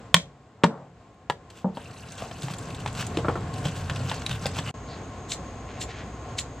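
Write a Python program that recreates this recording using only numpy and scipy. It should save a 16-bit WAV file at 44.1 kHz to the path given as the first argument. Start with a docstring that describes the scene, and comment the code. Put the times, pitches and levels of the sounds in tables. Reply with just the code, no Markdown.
"""Lumps of charcoal are knocked together and picked out of a woven plastic sack on a plank deck.
Each blow excites damped modes of planks, heap and lump; scrapes, snaps and soft swells are noise and clicks.
The sack crinkles by many small ringing folds, and the load rumbles on the deck as steadied low noise.
The level dips briefly; then a flint lighter is flicked three times at a wad of paper, as coloured noise bursts.
Filtered noise makes the low outdoor rumble, wash and thin hiss; echoes and a weak tail form the porch."""
import sys
import numpy as np
from scipy import signal
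from scipy.fft import rfft, irfft
from scipy.io import wavfile
from scipy.ndimage import uniform_filter1d

SR = 44100
rng = np.random.default_rng(int(sys.argv[2]) if len(sys.argv) > 2 else 0)


def digitize_waveform(pressure):
    """Quantize a signal to 16-bit integers and store it at the path in sys.argv[1].

    Rows of a 2-D input are taken as channels; values are limited to [-1, 1].
    """
    field = np.atleast_2d(pressure).T
    bounded = np.clip(field, -1, 1)
    quanta = np.round(bounded * 32767).astype(np.int16)
    wavfile.write(sys.argv[1], SR, quanta)


N = 291058
TIME = np.arange(N) / SR
FREQS = np.fft.rfftfreq(N, 1 / SR)

# All spectra below are relative; frequencies between their rows are read on a log axis.
# Distant wash: frequency_hz, density_db (per Hz)
WASH_SPECTRUM = [(22, -25), (55, -19), (95, 8), (140, 2), (330, -5), (650, -6.5), (900, -10), (1400, -14),
                 (2500, -21), (5500, -31), (11500, -39.5), (13500, -39.5), (15500, -67.5)]
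# Narrow humps in the wash: centre_hz, width_hz, rise_db
WASH_HUMPS = [(263, 30, 4.5), (447, 34, 4.5), (728, 55, 5.5), (1067, 45, 9.5), (7500, 320, 9)]
# Level of the outdoor background: time_s, level_db
OUTDOOR_LEVEL = [(0, -46), (.35, -53.5), (1.3, -52.5), (3.0, -36.5), (4.7, -38.5), (6.6, -39.5)]
# Wind rumble: frequency_hz, density_db (per Hz)
WIND_SPECTRUM = [(18, -16), (30, -14), (42, -7), (60, 9), (90, -2), (140, -13), (300, -43.5), (1000, -62)]
# The wind's level relative to the background, and one gust near the end
WIND_DB = -10.5
GUST_TOP_S, GUST_RISE_DB, GUST_HALF_S = 6.35, 6.2, 0.67
# Thin high hiss: centre_hz, width_hz, then level_db relative to the background before and after the dip
THIN_HISS = (6580, 191, -29.5, -20)
# Left-right difference of diffuse sound, before an overall offset: frequency_hz, difference_db
DIFFUSE_DIFFERENCE = [(100, -11), (500, -3), (3000, 11.5), (7500, 16.5), (9000, -2.5), (10000, -14)]
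# Strokes of the lighter wheel: bite_s, bite_level_db, run_up_s, run_out_s, bite_half_length_s,
# rasp_db (relative to the bite)
FLICKS = [(5.3203, -25, 0.022, 0.027, 0.0029, -8), (5.8181, -33, 0.015, 0.023, 0.0046, -1),
          (6.389, -24, 0.011, 0.025, 0.0048, -8.5)]
# Modes of the lighter's steel wheel and hood: frequency_hz, level_db, t60_s
WHEEL_MODES = [(4270, -4, .012), (7330, 1.5, 0.013), (8030, -3, 0.013)]
# Steel rasping flint: frequency_hz, density_db (per Hz)
FLINT_SPECTRUM = [(500, -17.5), (1800, -10.5), (2600, -10), (3400, -8), (4300, -9.5), (5800, -14),
                  (7500, -10), (9000, -8.5), (11000, -12.5), (13500, -19), (15500, -18)]
# Soft noise swells, a low tail after the second blow, then faint scuffs: middle_s, level_db,
# half_length_s, centre_hz, narrowness_db (per squared octave)
SOFT_SWELLS = [(0.712, -42.5, 0.077, 800, 12), (0.79, -48, 0.093, 595, 13), (2.252, -43, 0.046, 694, 45),
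               (4.919, -48, 0.035, 4200, 104), (4.932, -51, .06, 2000, 5.5),
               (5.706, -47.5, 0.024, 1690, 5.5), (5.77, -49.5, 0.033, 1800, 6),
               (5.907, -44, 0.025, 2000, 5.5), (5.981, -45, 0.056, 1760, 5.5)]
# Crinkle of the sack: frequency_hz, density_db (per Hz)
SACK_SPECTRUM = [(200, -18), (600, 1), (1100, -1), (1700, -2.5), (2200, -7.5), (2800, -4), (4000, -7),
                 (5500, -13.5), (7700, -9), (9500, -6), (12000, -9), (14000, -13.5), (15500, -17)]
# Pulls on a big lump in the sack: start_s, end_s, end_tension_db (before the crinkle offset)
PULLS = [(1.738, 3.04, -48), (3.53, 4.675, -47)]
GRIP_S, TIGHTEN_DB_PER_S, RELAX_S = 0.015, 2, 0.55
JOLT_SPREAD = 0.6  # half length of a jolt to the sack, relative to that of the scrape causing it
# Heap dragging on the deck: frequency_hz, density_db (per Hz)
DRAG_SPECTRUM = [(30, -14.5), (60, -6), (90, 5.5), (140, 6.5), (175, -3), (210, -12), (300, -32),
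                 (600, -41), (2000, -90)]
# Strength of the drag: time_s, level_db (before the drag offset)
DRAG_EFFORT = [(1.7, -57), (2.15, -44.5), (2.55, -50.5), (2.72, -38.5), (3.05, -34), (3.4, -31),
               (3.53, -34), (3.75, -33), (4.07, -30.5), (4.25, -43.5), (4.33, -29), (4.5, -40), (4.7, -34)]
# Gritty slides of lump over lump: middle_s, level_db, half_length_s, centre_hz, lump_ring_db (relative to grit)
SCRAPES = [(1.58, -51.5, 0.043, 3740, -18), (2.219, -47, 0.056, 2600, -18),
           (2.446, -46.5, 0.041, 5000, -15), (2.516, -41, 0.014, 4960, -27), (3.008, -36, 0.041, 3100, -25),
           (3.664, -39.5, 0.029, 3300, -5), (3.782, -47, 0.042, 4600, -17), (4.112, -40, 0.058, 3070, -7),
           (4.316, -36.5, 0.026, 3800, -3), (4.353, -42.5, .015, 3700, -5), (4.443, -44, 0.016, 3020, -14),
           (4.572, -39, 0.025, 2720, -8), (4.679, -39.5, 0.023, 2880, 3)]
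# Grit crushed between two faces: frequency_hz, density_db (per Hz)
GRIT_SPECTRUM = [(250, -23), (700, 10), (1600, 1), (2100, -9), (2700, 1.5), (4400, -6.5), (6000, -6.5),
                 (7800, -4.5), (9500, -13.5), (12000, 3), (15500, -23)]
# Loudest snaps of sack and brittle edges: start_s, level_db (before a common offset), centre_hz, decay_s,
# ping_db (relative to the crack)
SNAPS = [(1.5012, -33, 4410, 0.008, -12), (1.963, -46, 4500, 0.003, -16), (2.1208, -29, 6600, 0.0073, -2),
         (2.1808, -23.5, 3180, 0.025, -8), (2.42, -24.5, 3900, 0.005, -9),
         (2.431, -23.5, 4940, 0.0065, -17), (2.498, -32, 2480, 0.003, -12),
         (2.5364, -22.5, 3900, 0.0044, -21), (2.585, -26.5, 7400, 0.0063, -3),
         (2.705, -29, 2370, 0.0018, -8), (2.7468, -26, 3650, 0.0067, -11), (2.801, -28.5, 4000, 0.013, -16),
         (2.875, -20.5, 3130, 0.0094, -16), (2.928, -33, 7130, 0.0016, -4), (2.9497, -27, 3400, .004, -15),
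         (2.978, -26.5, 3650, 0.0035, -17), (3.0094, -23, 4460, 0.0034, -6),
         (3.025, -20.5, 2280, 0.002, -15), (3.067, -22.5, 6900, 0.0049, -5),
         (3.539, -27, 4430, 0.0043, -10.5), (3.5823, -29, 4960, 0.0084, -14),
         (3.684, -23, 2960, 0.0087, -9), (3.9583, -20.5, 2800, 0.0096, -20), (4.097, -23, 3640, 0.006, 2.5),
         (4.141, -25.5, 4500, 0.0067, -8), (4.219, -24.5, 2200, 0.0031, -18),
         (4.2638, -16.5, 3900, 0.0042, 3), (4.2933, -22.5, 3440, 0.0022, -18),
         (4.312, -23, 3700, 0.0059, -1.5), (4.4649, -14, 4300, 0.004, -14), (4.559, -27, 2600, 0.0023, -10),
         (4.6872, -33, 2850, .003, 8), (4.693, -33, 2860, 0.003, 8)]
# Blows: start_s, thump_db, knock_db, clink_db, knock_centre_hz, knock_top_hz, settling_s,
# roughness (ratio), plank_pitch_hz, heap_pitch_hz, lump_pitch_hz
KNOCKS = [(0.1431, -19.5, -12.5, -7, 1137, 3500, 0.0024, 0.57, 174, 1081, 3150),
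          (0.6358, -31, -19.5, -26.5, 812, 3000, 0.0032, 0.9, 179, 927, 3320),
          (0.6369, -16, -12.5, -44, 280, 776, 0.0049, 0.3, 173.6, 903, 2720),
          (0.64, -20.5, -13, -24, 862, 2970, 0.005, 1, 217.4, 914, 3170),
          (1.2991, -35, -20, -30.5, 1080, 3430, 0.0056, 0.42, 150, 965, 3610),
          (1.6446, -19, -23.5, -67, 520, 1260, 0.026, 0.83, 191, 893, 3180),
          (1.7711, -55, -30.5, -45.5, 760, 1670, 0.011, 0.64, 174, 920, 2980),
          (2.2221, -49, -32.5, -46.5, 684, 1900, 0.0043, 0.3, 180, 680, 2700),
          (2.3121, -52, -39, -43, 750, 2200, 0.0055, 0.7, 170, 674, 2490),
          (2.436, -24, -39.5, -55, 400, 1200, 0.0065, 0.85, 135.5, 960, 3100),
          (2.4827, -40, -37, -41.5, 1100, 2600, 0.0036, 0.76, 159, 935, 1980),
          (2.503, -30, -37.5, -49, 700, 2400, 0.0038, 0.5, 152, 1090, 2500),
          (2.861, -35, -27.5, -35, 1020, 3000, 0.0056, 0.5, 144, 1000, 2420),
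          (3.172, -40, -21, -31, 380, 1100, 0.0029, 0.34, 174, 1184, 3180),
          (3.1857, -53, -27.5, -40, 520, 1210, 0.014, 0.9, 174, 886, 2860),
          (3.2469, -32.5, -25.5, -62, 850, 1710, 0.018, 0.77, 190, 1300, 2400),
          (3.2836, -40.5, -18, -39, 700, 2030, 0.019, 0.73, 185, 1270, 2300),
          (3.3555, -40, -27, -48, 800, 2010, 0.015, 0.8, 188, 1300, 2280),
          (3.654, -20, -27, -32.5, 460, 1400, 0.0075, 0.6, 152, 770, 3240),
          (3.8974, -44, -31, -33.5, 1250, 3000, 0.0067, 1.2, 144, 1480, 3230),
          (3.91, -31, -38, -43, 500, 1500, 0.0034, .7, 141.5, 960, 3000),
          (4.005, -21.5, -32, -57, 388, 1210, 0.0045, 0.5, 125.4, 906, 2900),
          (4.1149, -50, -29, -33, 920, 2370, 0.0085, .7, 140, 1020, 2920),
          (4.4573, -30, -25.5, -30.5, 636, 2360, 0.003, 0.9, 141, 790, 4800),
          (4.5871, -31, -31.5, -31, 1070, 3000, 0.0079, 0.8, 142, 1080, 3130)]
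# In the next three tables each blow shifts the modes together to its own pitch.
# Deck under the sack: frequency_hz, level_db, t60_s
PLANK_MODES = [(140, -21, 0.88), (174.6, 3.5, 0.14), (206, -6, 0.16)]
# Strongest modes of the heap of heavy lumps: frequency_hz, level_db, t60_s
HEAP_MODES = [(289.7, -1.5, 0.069), (375, -2.5, 0.029), (596.7, -3.5, 0.019), (810, -5.5, 0.013),
              (925, -3, 0.04), (1044, 5, 0.032), (1370, -10.5, .02), (1580, -13.5, 0.0094),
              (1815, 0.5, 0.025)]
# Strongest bright modes of a single lump: frequency_hz, level_db, t60_s
LUMP_MODES = [(1810, -11, .025), (2480, -10, .018), (2690, -6, .02), (3040, -3, .015), (3220, 5.5, .014),
              (3360, -1, .014), (3950, -12, .02), (5380, -18, .02), (7750, -12.5, .02)]
# The heap's many weaker, crowded modes: frequency_hz, density_db (per Hz)
HEAP_DENSE = [(50, -60), (110, -32.5), (250, -2), (400, -3), (600, -3), (1100, -7.5), (1450, -6.5),
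              (1800, -1), (2300, -9), (4000, -15.5), (9000, -33)]
# A lump's crowded modes and crumbling grit: frequency_hz, density_db (per Hz)
LUMP_DENSE = [(600, -29.5), (1600, -5), (2200, -8.5), (3200, 4), (4200, -5.5), (6200, -11.5), (7800, -10),
              (9200, -15), (11500, -15.5), (15500, -25.5)]
# Decay of the porch: frequency_hz, t60_s
PORCH_DECAY = [(150, 0.16), (380, 0.48), (600, .3), (1050, 0.13), (2000, 0.18), (3000, 0.18), (8000, 0.18),
               (14000, 0.17)]
# Colour of the porch's answer: frequency_hz, level_db
PORCH_COLOUR = [(150, -0.5), (500, 2.5), (800, -3), (1200, 2), (2200, 0.5), (3300, -5), (5200, 0.5),
                (9000, 2)]
# Early echoes: delay_s, level_db
ECHOES = [(.0058, -19.5), (0.0227, -20)]
# Two microphone ports: frequency_hz, left_lead_rad
PORT_PHASE = [(20, 0), (200, .03), (500, .15), (2700, .08), (4200, .5), (6300, .6), (7900, .45),
              (8500, 1.2), (9100, 2.7), (9900, np.pi)]
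# The same ports: frequency_hz, left_minus_right_db
PORT_BALANCE = [(100, -.2), (250, .2), (500, 1.2), (1000, 2.4), (2000, .4), (4000, .7), (8000, -.3),
                (9900, 0)]
# Brief dip in level: start_s, end_s
DIP = (4.712, 4.741)
EDGE_HZ = 16000  # upper band limit


def amp(db):
    """Decibels as an amplitude ratio."""
    return 10 ** (np.asarray(db) / 20)


def unit(x):
    """Normalises a signal to rms 1."""
    return x / np.sqrt(np.mean(x ** 2) + 1e-20)


def burst(x):
    """Normalises a short sound to the energy of 10 ms at rms 1."""
    return x / np.sqrt(np.sum(x ** 2) / (SR / 100) + 1e-20)


def read(points, hz):
    """Interpolates a spectrum on a log-frequency axis."""
    f, value = np.transpose(points)
    return np.interp(np.log(hz + 1), np.log(f + 1), value)


def level(curve):
    """Gain at every sample, interpolated in decibels from rows of time and level."""
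    return amp(np.interp(TIME, *np.transpose(curve)))


def colour(x, spectrum):
    """Linear filtering: multiplies the spectrum of a signal by a gain curve."""
    gain = amp(read(spectrum, np.fft.rfftfreq(len(x), 1 / SR)))
    return irfft(rfft(x) * gain, len(x))


def bell_noise(hz, width):
    """Noise whose amplitude spectrum is a Gaussian bell about one frequency."""
    bell = np.exp(-((FREQS - hz) / width) ** 2)
    return unit(irfft(rfft(rng.standard_normal(N)) * bell, N))


def wander(rate_hz, size):
    """Random fluctuation of rms 1, by straight lines between chance values drawn at a given rate."""
    knots = rng.standard_normal(size)
    return unit(np.interp(np.arange(size) * rate_hz / SR, np.arange(size), knots))


def steadied(x, span_s=0.029):
    """Divides a noise by its own short-time rms, which evens out its chance swells."""
    power = uniform_filter1d(x ** 2, max(round(span_s * SR), 1))
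    return unit(x / np.sqrt(abs(power) + 1e-12))


def swell(s, half):
    """A Gaussian rise and fall, 1 at time s."""
    return np.exp(-((TIME - s) / half) ** 2)


def add(mix, s, sound):
    """Superposition: adds a sound to the mix in place at time s."""
    part = mix[max(round(s * SR), 0):][:len(sound)]
    part += sound[:len(part)]


def ring(modes, t):
    """Impulse response of a resonant body: exponentially damped sine modes set off together."""
    return sum(amp(db - 60 * t / t60) * np.sin(2 * np.pi * hz * t) for hz, db, t60 in modes)


def sized(modes, hz):
    """Similarity of size: scales all mode frequencies so that the strongest lies at hz."""
    main = max(modes, key=lambda mode: mode[1])[0]
    return [(f * hz / main, db, t60) for f, db, t60 in modes]


def lean(rows, centre_hz, below_db, above_db, most_db=45):
    """Weights spectral rows towards a centre, losing decibels per squared octave up to a limit."""
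    leaned = []
    for f, db, *rest in rows:
        slope_db = above_db if f > centre_hz else below_db
        loss_db = min(slope_db * np.log2(f / centre_hz) ** 2, most_db)
        leaned.append((f, db - loss_db, *rest))
    return leaned


def crowd(spectrum, t, decay, rise, spiky=0):
    """High modal density: overlapping damped modes act as a dying burst of coloured noise."""
    noise = rng.standard_normal(len(t))
    coloured = colour(noise * abs(noise) ** spiky, spectrum)
    return burst(coloured * np.exp(-t / decay) * (1 - np.exp(-t / rise)))


def grains(per_s, size_db, size):
    """Random impulses at a mean rate, of either sign and exponentially distributed decibel size."""
    struck = rng.random(size) < per_s / SR
    sign = rng.choice([-1, 1], size)
    return struck * sign * amp(size_db * np.minimum(rng.exponential(1, size), 4.5))


def outdoors(apart_db=-17, waver_db=1, gust_db=2):
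    """Broadband noise: a wash with steady humps, nearly alike at both ports, and a gusting wind rumble."""
    shape_db = read(WASH_SPECTRUM, FREQS)
    for hz, width, db in WASH_HUMPS:
        shape_db = shape_db + db * np.exp(-((FREQS - hz) / width) ** 2)
    common, apart = (unit(irfft(rfft(rng.standard_normal(N)) * amp(shape_db), N)) for _ in range(2))
    apart = amp(apart_db) * colour(apart, DIFFUSE_DIFFERENCE)
    wash = amp(waver_db * wander(13, N)) * np.array([common + apart, common - apart])
    wind_db = WIND_DB + GUST_RISE_DB * swell(GUST_TOP_S, GUST_HALF_S) + gust_db * wander(11, N)
    wind = unit(colour(rng.standard_normal(N), WIND_SPECTRUM)) * amp(wind_db)
    return level(OUTDOOR_LEVEL) * (wash + wind)


def thin_hiss():
    """Narrow-band noise: a high hiss that stands out once the dip begins."""
    hz, width, before_db, after_db = THIN_HISS
    share = amp(np.where(TIME < DIP[0], before_db, after_db))
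    return bell_noise(hz, width) * level(OUTDOOR_LEVEL) * share


def lighter(teeth_hz=450, tooth_db=4, bite_hz=3700, bite_focus_db=7, rasp_hz=6500, rasp_focus_db=2, wheel_db=-1):
    """Frictional excitation: a toothed wheel rasps brightly, bites flint with a lower snap and runs out."""
    out, t = np.zeros(N), np.arange(-SR // 20, SR // 6) / SR
    rasp_spectrum = lean(FLINT_SPECTRUM, rasp_hz, rasp_focus_db, rasp_focus_db)
    bite_spectrum = lean(FLINT_SPECTRUM, bite_hz, bite_focus_db, bite_focus_db)
    for s, db, run_up, run_out, bite, rasp_db in FLICKS:
        turning = np.exp(-(t / np.where(t < 0, run_up, run_out)) ** 2)
        # each tooth catches with its own force
        teeth = amp(tooth_db * np.tanh(wander(teeth_hz, len(t))))
        rasp = unit(colour(teeth * rng.standard_normal(len(t)), rasp_spectrum))
        wheel = unit(signal.fftconvolve(rasp, ring(WHEEL_MODES, t[t >= 0]))[:len(t)])
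        rasp = unit(rasp + amp(wheel_db) * wheel)
        snap = unit(colour(rng.standard_normal(len(t)), bite_spectrum)) * np.exp(-(t / bite) ** 2)
        add(out, s + t[0], amp(db) * (snap + amp(rasp_db) * turning * rasp))
    return out


def soft_swells(per_s=900, size_db=2, clump_db=0.0, clump_rate=120):
    """Filtered impulse noise: random clicks through a bell-shaped band give a grainy swell that fades."""
    out, t = np.zeros(N), np.arange(-SR // 5, SR // 5) / SR
    freqs = np.fft.rfftfreq(len(t), 1 / SR)
    for s, db, half, hz, focus_db in SOFT_SWELLS:
        clicks = grains(per_s, size_db, len(t)) * amp(clump_db * wander(clump_rate, len(t)))
        band = amp(-focus_db * np.log2((freqs + 1) / hz) ** 2)
        noise = unit(irfft(rfft(clicks) * band, len(t)))
        add(out, s + t[0], amp(db) * noise * np.exp(-(t / half) ** 2))
    return out


def pulling():
    """Tension on the sack: each pull grips quickly, tightens steadily and relaxes exponentially."""
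    tension = 0
    for start, end, db in PULLS:
        tightening = amp(db + TIGHTEN_DB_PER_S * np.minimum(TIME - end, 0))
        grip = np.clip((TIME - start) / GRIP_S, 0, 1)
        relaxing = np.exp(-np.maximum(TIME - end, 0) / RELAX_S)
        tension = tension + tightening * grip * relaxing
    return tension


def crumbs(per_s=28):
    """Brittle fracture: crumbs crack under load in uneven bunches, in colours from dull to bright."""
    out, t = np.zeros(N), np.arange(SR // 60) / SR
    for hz in np.geomspace(1200, 8000, num=20):
        tick = crowd(lean(GRIT_SPECTRUM, hz, 60, 60), t, 0.0035, 0.0003)
        cracks = grains(per_s, 1.5, N) * amp(7 * np.tanh(wander(20, N)))
        out += signal.oaconvolve(cracks, tick)[:N]
    return unit(out)


def sack(crinkle_db=-2.0, drag_db=-1, per_s=170, size_db=2.0, clump_db=1.0, clump_rate=90,
         fold_db=3.0, fold_rate=35, fold_t60=0.016, jolt_crinkle_db=-11):
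    """Buckling: stiff tapes click in clumps and ring as folds, crumbs crack, and the load drags on the planks."""
    folds, t = np.zeros(N), np.arange(SR // 50) / SR
    for hz in np.linspace(450, 13000, num=36):
        clicks = grains(per_s, size_db, N) * amp(fold_db * wander(fold_rate, N))
        folds += unit(signal.oaconvolve(clicks, ring([(hz, 0, fold_t60)], t))[:N])
    crinkle = unit(colour(folds, SACK_SPECTRUM) * amp(clump_db * wander(clump_rate, N)))
    crinkle = amp(-2.5) * crinkle + amp(-1) * crumbs()
    drag = steadied(colour(rng.standard_normal(N), DRAG_SPECTRUM))
    # every scrape of the lumps also jolts the sack
    jolts = sum(amp(db + jolt_crinkle_db) * swell(s, JOLT_SPREAD * half) for s, db, half, *_ in SCRAPES)
    tension = amp(crinkle_db) * pulling() + jolts
    gripped = np.clip((TIME - PULLS[0][0]) / GRIP_S, 0, 1)
    handled = np.interp(TIME, DIP, [1, 0])  # the sack falls silent during the dip
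    return handled * (tension * crinkle + gripped * amp(drag_db) * level(DRAG_EFFORT) * drag)


def scrapes(per_s=1100, size_db=-0.5, focus_db=2, slip_rate=220):
    """Stick-slip: grit catches in crisp clusters under a sliding lump and excites its modes."""
    out, t = np.zeros(N), np.arange(-SR // 8, SR // 8) / SR
    for s, db, half, hz, ring_db in SCRAPES:
        slips = amp(4 * np.tanh(wander(slip_rate, len(t))))
        catches = grains(per_s, size_db, len(t)) * slips
        grit = unit(colour(catches, lean(GRIT_SPECTRUM, hz, focus_db, focus_db)))
        body = unit(signal.fftconvolve(catches, ring(sized(LUMP_MODES, hz), t[t >= 0]))[:len(t)])
        slide = unit(grit + amp(ring_db) * body)
        add(out, s + t[0], amp(db) * slide * np.exp(-(t / half) ** 2))
    return out


def snaps(gain_db=-16.0, focus_db=3.5, ping_t60=0.01):
    """Fracture: a dry crack is a spray of tiny breaks, and the broken piece pings as one damped mode."""
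    out, t = np.zeros(N), np.arange(SR // 20) / SR
    for s, db, hz, decay, ping_db in SNAPS:
        crack = crowd(lean(SACK_SPECTRUM, hz, focus_db, focus_db), t, decay, 0.00056, spiky=0.51)
        ping = burst(ring([(hz, 0, ping_t60)], t))
        add(out, s, amp(db + gain_db) * (crack + amp(ping_db) * ping))
    return out


def chatter(t, decay, grit):
    """Contact force: one firm impulse, then a dying spray of tiny ones as rough faces settle."""
    spray = rng.standard_normal(len(t)) ** 3 * np.exp(-t / decay)
    force = grit * spray / np.linalg.norm(spray)
    force[0] += 1
    return force


def knocks(grit=1.0, clink_grit=0.75, clink_share=0.99, below_db=4, above_db=9, thump_rise=0.006,
           heap_dense_db=0, lump_dense_db=1):
    """Modal impact: each blow sets planks, heap and lump ringing, and rough contacts smear the modes."""
    out, t = np.zeros(N), np.arange(SR // 3) / SR
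    for (s, thump_db, knock_db, clink_db, hz, top_hz, settle, rough,
         plank_hz, heap_hz, lump_hz) in KNOCKS:
        # soft contacts on big lumps favour the low modes, hard ones the high
        heap_modes = lean(sized(HEAP_MODES, heap_hz), hz, below_db, above_db)
        heap_force = chatter(t, settle, grit * rough)
        heap = burst(signal.fftconvolve(ring(heap_modes, t), heap_force)[:len(t)])
        heap_dense = crowd(lean(HEAP_DENSE, hz, below_db, above_db), t, settle, 0.5 / hz)
        heap += rough * amp(heap_dense_db) * heap_dense
        heap = signal.sosfilt(signal.butter(4, min(top_hz, SR / 3), fs=SR, output="sos"), heap)

        lump_settle = settle * clink_share
        lump_force = chatter(t, lump_settle, clink_grit * rough)
        lump = burst(signal.fftconvolve(ring(sized(LUMP_MODES, lump_hz), t), lump_force)[:len(t)])
        lump += amp(lump_dense_db) * crowd(LUMP_DENSE, t, lump_settle, 0.00032)

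        thump = ring(sized(PLANK_MODES, plank_hz), t) * (1 - np.exp(-t / thump_rise))
        blow = amp(thump_db) * burst(thump) + amp(knock_db) * burst(heap) + amp(clink_db) * burst(lump)
        add(out, s, blow)
    return out


def porch(x, wet_db=-14, apart_db=-8, rise=0.0011):
    """Reverberation: a few close echoes and a weak tail in which each band decays at its own rate."""
    hz, t, z = signal.stft(rng.standard_normal((2, SR)), SR, nperseg=256)
    decay_db = read(PORCH_COLOUR, hz)[:, None] - 60 * t / read(PORCH_DECAY, hz)[:, None]
    tails = signal.istft(z * amp(decay_db), SR, nperseg=256)[1]
    tails *= 1 - np.exp(-np.arange(tails.shape[1]) / SR / rise)
    common, apart = amp(wet_db) * tails / np.linalg.norm(tails[0])
    apart = amp(apart_db) * colour(apart, DIFFUSE_DIFFERENCE)
    common[0] += 1  # direct sound
    for s, db in ECHOES:
        common[round(s * SR)] += amp(db)
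    responses = np.array([common + apart, common - apart])
    return signal.fftconvolve(x[None], responses, axes=1)[:, :N]


def scene(blow_cut_hz=85):
    """Superposition of all handling sounds on the porch with the open air."""
    # the blows carry no deep bass
    bass_cut = signal.butter(4, blow_cut_hz, "highpass", fs=SR, output="sos")
    blows = signal.sosfilt(bass_cut, knocks())
    near_sounds = blows + snaps() + scrapes() + sack() + soft_swells() + lighter()
    return porch(near_sounds) + outdoors() + thin_hiss()


def record(dry, dip_db=-28):
    """Two close ports, opposed in phase in the top treble; then a brief dip, clipping and a band limit."""
    side = np.array([[.5], [-.5]])  # left and right each take half of the difference
    ports = amp(side * read(PORT_BALANCE, FREQS)) * np.exp(1j * side * read(PORT_PHASE, FREQS))
    heard = irfft(rfft(dry) * ports, N)
    dip = np.where((TIME > DIP[0]) & (TIME < DIP[1]), amp(dip_db), 1.)
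    heard = heard * uniform_filter1d(dip, size=90)
    low_pass = signal.firwin(511, EDGE_HZ, window=("kaiser", 9), fs=SR)
    return signal.oaconvolve(np.clip(heard, -1, 1), low_pass[None], "same")


dry = scene()
out = record(dry)
digitize_waveform(out)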